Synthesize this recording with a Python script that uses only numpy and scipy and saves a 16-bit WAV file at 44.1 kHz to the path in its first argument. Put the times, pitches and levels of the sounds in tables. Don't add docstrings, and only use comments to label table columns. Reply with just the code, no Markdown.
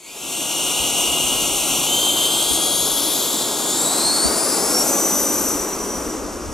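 import sys
import numpy as np
from scipy import signal
from scipy.io import wavfile
from scipy.ndimage import uniform_filter1d

SR = 44100
rng = np.random.default_rng(int(sys.argv[2]) if len(sys.argv) > 2 else 0)


def to_wav(sig):
    pcm = np.clip(np.atleast_2d(sig), -1, 1) * 32767
    pcm = np.round(pcm).astype(np.int16)
    wavfile.write(sys.argv[1], SR, pcm.T)


N = 288358

EDGE_HZ = 15830
FULL_POWER_S = 4.889
FRAME_SAMPLES, HOP_SAMPLES = 512, 128
FRAMES = N // HOP_SAMPLES + 5
FRAME_HZ = np.fft.rfftfreq(FRAME_SAMPLES, 1 / SR)[:, None]
FRAME_S = np.arange(FRAMES) * HOP_SAMPLES / SR
LONG_HZ = np.fft.rfftfreq(4 * FRAME_SAMPLES, 1 / SR)[:, None]
LONG_S = np.arange(FRAMES // 4 + 5) * 4 * HOP_SAMPLES / SR


def gain_of(db):
    return 10 ** (np.asarray(db) / 20)


def evened(x, axis=None):
    power = np.mean(abs(x) ** 2, axis=axis, keepdims=True)
    return x / np.sqrt(power + 1e-20)


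def read_spectrum(points, hz):
    table_hz, value = np.transpose(points)
    return np.interp(np.log(hz + 1e-3), np.log(table_hz + 1e-3), value)


def curves(rows, t):
    start_s, *columns = np.transpose(rows)
    return [np.interp(t, start_s, column) for column in columns]


def bumps(rows, t):
    return sum(height * np.exp(-((t - centre_s) / half_s) ** 2) for centre_s, half_s, height in rows)


def wander(t, low_hz, high_hz):
    rates_hz = np.geomspace(low_hz, high_hz, num=24)
    waves = (np.sin(2 * np.pi * (f * t + rng.random())) / np.sqrt(f) for f in rates_hz)
    return evened(sum(waves))


# start_s, goal_hz (blade rate the fan heads for), spool_s (time constant)
THROTTLE_STEPS = [(.068, 2500, .025), (.16, 2815, .055), (.408, 2853, .013), (1.857, 3140, .036),
                  (2.311, 3302, .128), (2.765, 3338, .03), (3.208, 3450, .277), (3.696, 4726, .415),
                  (4.01, 4467, .124), (4.235, 4665, .041), (4.335, 5050, .13), (4.586, 5374, .055),
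                  (4.72, 5640, .045), (4.829, 6009, .021)]


def blade_hz(t):
    hz = np.full(len(t), 2200.0)
    for start_s, goal_hz, spool_s in THROTTLE_STEPS:
        start_hz = np.interp(start_s, t, hz)
        lag = np.exp(-np.maximum(t - start_s, 0) / spool_s)
        hz = np.where(t < start_s, hz, goal_hz + (start_hz - goal_hz) * lag)
    accel_m_per_s2, sound_m_per_s = 7.29, 343
    jet_m_per_s = accel_m_per_s2 * np.maximum(t - FULL_POWER_S, 0)
    return hz * (1 - jet_m_per_s / sound_m_per_s)


def speeding(t):
    climb_hz_per_s = (blade_hz(t + .125) - blade_hz(t - .125)) / .25
    return np.clip(climb_hz_per_s / 2500, 0, 1)


# pitch_hz, difference_db
LEFT_LOUDER = [(30, 10), (70, 0), (130, 0.5), (260, 0.5), (550, 2.5), (900, 3), (1500, 0), (2400, 0),
               (3400, 0), (5000, 0), (7200, 1), (8500, 1.5), (10400, 13), (12500, 8), (15000, -6)]
# pitch_hz, lead_radians
LEFT_LEADS = [(0, 0.37), (1550, -0.47), (1980, 0.92), (2840, -0.35), (6890, 0.87), (7490, -0.42),
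              (9220, 1.5), (10200, 1.4), (11500, -1), (15800, 0.35)]


def ports(hz):
    loudness = gain_of(read_spectrum(LEFT_LOUDER, hz) / 2)
    left = loudness * np.exp(.5j * read_spectrum(LEFT_LEADS, hz))
    return left, 1 / left


def noise(shape, level_db, hz, same, patchy_db, flicker_db):
    bins, frames = shape.shape
    a, b, c, d, patches = rng.standard_normal((frames, bins, 5)).T
    patches = uniform_filter1d(patches, size=8, axis=0)
    patches = evened(uniform_filter1d(patches, size=24, axis=1))
    flicker = evened(uniform_filter1d(rng.standard_normal(frames), size=10))
    shared = np.sqrt((1 + same) / 2) * (a + 1j * b)
    apart = np.sqrt((1 - same) / 2) * (c + 1j * d)
    left, right = ports(hz)
    spectrum = np.array([left * (shared + apart), right * (shared - apart)]) * evened(shape, axis=0)
    size = 2 * (bins - 1)
    spectrum *= gain_of(patchy_db * patches + flicker_db * flicker + level_db) / np.sqrt(size)
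    return signal.istft(spectrum, nperseg=size, noverlap=size - size // 4)[1][:, :N]


# pitch_hz, strength (0-1)
GROUND_STRENGTH = [(500, 0.35), (1800, 1), (3500, 1), (5500, 0.52), (9500, 0.16), (14000, 0.078)]


def ground(hz, notch_hz, share):
    echo = np.clip(share * read_spectrum(GROUND_STRENGTH, hz), 0, .95)
    return abs(1 + echo * np.exp(1j * np.pi * hz / notch_hz))


# start_s, delay_ms, share (of the direct sound)
SLOPE_ECHO = [(0, 4.5, 0.36), (3.8, 2.63, 0), (4.8, 3.7, 0.5), (5.8, 2.95, 0), (6.54, 4.9, 0.044)]


def slope(hz, t):
    delay_ms, share = curves(SLOPE_ECHO, t)
    return abs(1 + np.clip(share, 0, .9) * np.exp(2j * np.pi * hz * delay_ms / 1000))


# pitch_hz, likeness (0-1)
PORT_LIKENESS = [(60, 0.98), (130, .75), (250, 0.96), (500, 0.99), (900, 1), (1400, 0.74), (2000, 0.87),
                 (2800, 0.99), (4200, 1), (6400, 1), (7600, 0.87), (9800, 0.92), (15000, 0.63)]
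# start_s, level_db, tilt_db_per_octave (flattens out at low pitch)
HISS_LEVEL = [(0, -17.5, 2), (1.8, -16.5, 2.5), (2.5, -15.5, 0.5), (3.2, -17, 2.5), (3.6, -19, 3),
              (3.8, -16, 3.5), (4.1, -17, -.5), (4.43, -18, 1), (4.8, -16.5, -1.5), (5.5, -20, 1),
              (5.68, -26, -1), (6, -27.5, -2.5), (6.25, -31.5, -6.5), (6.54, -32, -7.5)]
# multiple (of the blade rate), colour_db
HISS_CUT_ON = [(.3, -23), (.6, -18), (.75, -12), (.9, -4.5), (1, -1), (1.5, -1), (1.9, -2.5), (2.1, -2.5),
               (3, -2), (5, -1.5)]
# pitch_hz, colour_db
HISS_COLOUR = [(2000, 4.5), (4000, -4), (5500, -2), (7000, 2), (9000, -0.5), (11000, -6), (13000, -5),
               (15000, -15), (16000, -32)]
# multiple (of the blade rate), half_width (in multiples), hump_db, more_db (at fullest climb)
HISS_HUMPS = [(1.03, .2, 4.5, -1.5), (1.54, .04, 1.5, 0.5), (2.03, .2, 3.5, 3)]
# start_s, pitch_hz, beam_db, shadow_db
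TAIL_BEAM = [(0, 7260, 1.5, 0), (1.6, 7550, 0, 0.5), (2.2, 7760, 0.5, -4), (2.7, 10100, 8.5, -3),
             (3.12, 10700, 3.5, -5.5), (3.4, 12900, -4, -3), (3.8, 13200, -10, 1)]
# start_s, pitch_hz
HISS_NOTCH = [(0, 1740), (1.8, 1690), (3, 2200), (3.9, 2000), (4.6, 2140), (6.54, 2260)]


def hiss():
    t, hz = FRAME_S, FRAME_HZ
    level_db, tilt = curves(HISS_LEVEL, t)
    (notch_hz,) = curves(HISS_NOTCH, t)
    beam_hz, beam_db, shadow_db = curves(TAIL_BEAM, t)
    multiple = hz / blade_hz(t)
    shape_db = read_spectrum(HISS_CUT_ON, multiple) + read_spectrum(HISS_COLOUR, hz)
    shape_db += tilt * np.log2(hz / 6000 + 0.12)
    shape_db += 10 * np.log2(blade_hz(t) / 3500) * np.exp(-((hz - 13300) / 1300) ** 2)
    for centre, half_width, hump_db, more_db in HISS_HUMPS:
        hump = np.exp(-((multiple - centre) / half_width) ** 2)
        shape_db = shape_db + (hump_db + more_db * speeding(t)) * hump
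    shape_db += beam_db * np.exp(-((hz - beam_hz) / 1100) ** 2)
    shape_db += shadow_db * np.exp(-((hz - .76 * beam_hz) / 900) ** 2)
    shape = gain_of(shape_db) * ground(hz, notch_hz, 0.58) * slope(hz, t) ** .4
    same = np.clip(read_spectrum(PORT_LIKENESS, hz), 0, 1)
    return noise(shape, level_db, hz, same, patchy_db=0.66, flicker_db=0.56)


# start_s, level_db, behind (weight of the tail-on colour
ROAR_LEVEL = [(0, -24.5, 0.6, 0.61), (.7, -23, -0.23, 0.86), (1.5, -23.5, 0.028, 0.89),
              (3.55, -22.5, 0.44, 0.59), (4.3, -19, 0.56, 0.36), (4.9, -18.5, 0.86, 0.6),
              (5.5, -20, 1.07, 0.53), (6.54, -26, 1.84, 0.45)]
# pitch_hz, colour_db_per_hz
ROAR_SIDE_COLOUR = [(50, -38), (90, -16), (150, -8), (210, -9.5), (320, -3.5), (480, -7.5), (700, -6),
                    (1050, -7), (1450, -7.5), (2200, -13), (3200, -20.5), (5000, -14), (9000, -88)]
# pitch_hz, colour_db_per_hz
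ROAR_BEHIND_COLOUR = [(50, -40), (90, -20), (150, -16), (210, -6), (320, -3.5), (480, -6), (750, -11),
                      (1250, -9), (1600, -11.5), (2200, -16), (3200, -23), (5000, -25), (9000, -60)]


def roar():
    hz, t = LONG_HZ, LONG_S
    level_db, behind, share = curves(ROAR_LEVEL, t)
    slope_amount = np.clip(hz / 1800, 0, 1)
    echoes = ground(hz, 1738, share) * slope(hz, t) ** slope_amount
    colour_db = (1.5 - behind) * read_spectrum(ROAR_SIDE_COLOUR, hz)
    colour_db = colour_db + behind * read_spectrum(ROAR_BEHIND_COLOUR, hz)
    same = np.clip(read_spectrum(PORT_LIKENESS, hz), 0, 1)
    return noise(gain_of(colour_db) * echoes, level_db, hz, same, patchy_db=.6, flicker_db=.3)


# start_s, then level_db of multiples 1, 2 and 3 of the blade rate
BLADE_TONES = [(0, -38, -40, -45), (.1, -32, -35, -45), (.19, -41, -50, -45), (.29, -32, -46, -29),
               (.55, -29, -33, -29), (1.22, -26, -40, -31), (1.8, -36, -35, -31), (1.92, -23, -38, -39),
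               (2.25, -24, -36, -33), (2.5, -30, -36, -33), (2.63, -26, -32, -34), (2.85, -32, -30, -38),
               (3.05, -34, -39, -33), (3.6, -44, -42, -42), (3.73, -33, -30, -42), (3.87, -35, -29, -45),
               (4, -26, -28, -52), (4.25, -24, -25, -56), (4.31, -33, -33, -60), (4.4, -36, -30, -66),
               (4.55, -31, -31, -70), (4.71, -39, -38, -70), (4.755, -22, -33, -70), (4.828, -22, -34, -70),
               (4.85, -40, -40, -70), (4.89, -24, -39, -70), (5.2, -24, -31, -70), (5.5, -27, -34, -70),
               (5.66, -33, -47, -70), (6.08, -35, -53, -70), (6.16, -45, -55, -70), (6.54, -50, -60, -70)]
# centre_s, half_length_s, level_db
HUM_SWELLS = [(1.1, 0.66, -41.5), (4.85, 0.82, -38)]


def whine():
    t = np.arange(N) / SR
    hz = uniform_filter1d(blade_hz(t), size=400) + 4 * wander(t, 4, 30)
    blade_turns = np.cumsum(hz) / SR
    blade_count = 11
    hum_level = bumps([(centre_s, half_s, gain_of(db)) for centre_s, half_s, db in HUM_SWELLS], t)
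    hum = hum_level * np.sin(2 * np.pi * blade_turns / blade_count)
    out = np.sqrt(2) * np.array([hum, hum])
    for k, level_db in enumerate(curves(BLADE_TONES, t)):
        multiple = k + 1
        chance = rng.standard_normal((N, 2))
        chance = uniform_filter1d(chance, size=300 // multiple, axis=0)
        a, b = uniform_filter1d(chance, size=240 // multiple, axis=0).T
        far = np.maximum(t - FULL_POWER_S, 0)
        blur = .28 + .08 * k + .35 * min(k, 1) * speeding(t) + .3 * far
        blur = np.minimum(blur, .9)
        steady = np.sqrt(1 - blur ** 2) * gain_of(1.43 * wander(t, 3, 50))
        inflow = steady + blur * evened(a + 1j * b)
        audible = multiple * hz < EDGE_HZ
        tone = audible * gain_of(level_db) * inflow * np.exp(2j * np.pi * multiple * blade_turns)
        out += np.sqrt(2) * (np.array(ports(multiple * hz)) * tone).imag
    return out


# pitch_hz, colour_db_per_hz
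WIND_COLOUR = [(20, -19), (40, 7.5), (65, 2), (100, -4.5), (200, -19), (400, -50)]
# centre_s, half_length_s, rise_db (above calm)
WIND_GUSTS = [(1.4, 0.54, 9), (2.8, .15, 6.5), (5.5, 0.079, 9), (6.5, 0.97, 14.5)]


def wind():
    calm_db = -49
    level_db = calm_db + bumps(WIND_GUSTS, LONG_S) + 2.7 * wander(LONG_S, 3.8, 13)
    shape = gain_of(read_spectrum(WIND_COLOUR, LONG_HZ)) + 0 * LONG_S
    return noise(shape, level_db, LONG_HZ, .9, patchy_db=.5, flicker_db=.5)


# start_s, thud_db, casing_db
CAMERA_KNOCKS = [(0.791, -33, -33), (2.505, -33, -21), (4.251, -29, -13)]


def ring(hz, t60_s, rise_s):
    t = np.arange(SR // 5) / SR
    wave = (1 - np.exp(-t / rise_s)) * gain_of(-60 * t / t60_s) * np.sin(2 * np.pi * hz * t)
    return wave / wave.max()


def knocks():
    out = np.zeros((2, N))
    thud = np.outer([1.45, .55], ring(hz=64, t60_s=.13, rise_s=0.038))
    casing = np.outer([1, -1], ring(hz=238, t60_s=.05, rise_s=0.0065))
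    for start_s, thud_db, casing_db in CAMERA_KNOCKS:
        at = round(start_s * SR)
        out[:, at:at + thud.shape[1]] += gain_of(thud_db) * thud + gain_of(casing_db) * casing
    return out


# start_s, pitch_hz, level_db (before the left-right split)
DRONE_TONE = [(2.8, 412, -70), (3.2, 412, -46), (4.4, 406, -46), (4.9, 403, -70)]


def drone():
    hz, level_db = curves(DRONE_TONE, np.arange(N) / SR)
    tone = gain_of(level_db) * np.sin(2 * np.pi * np.cumsum(hz) / SR)
    return np.array([[1.3], [-.3]]) * tone


def scene():
    swell_db, swell_s = -23.5, 0.24
    swell = gain_of(swell_db * np.exp(-np.arange(N) / SR / swell_s))
    return swell * (hiss() + roar() + whine() + wind() + drone() + knocks())


def record(dry):
    low_pass = signal.firwin(511, EDGE_HZ, window=("kaiser", 9), fs=SR)
    return signal.oaconvolve(dry, low_pass[None], "same")


dry = scene()
out = record(dry)
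to_wav(out)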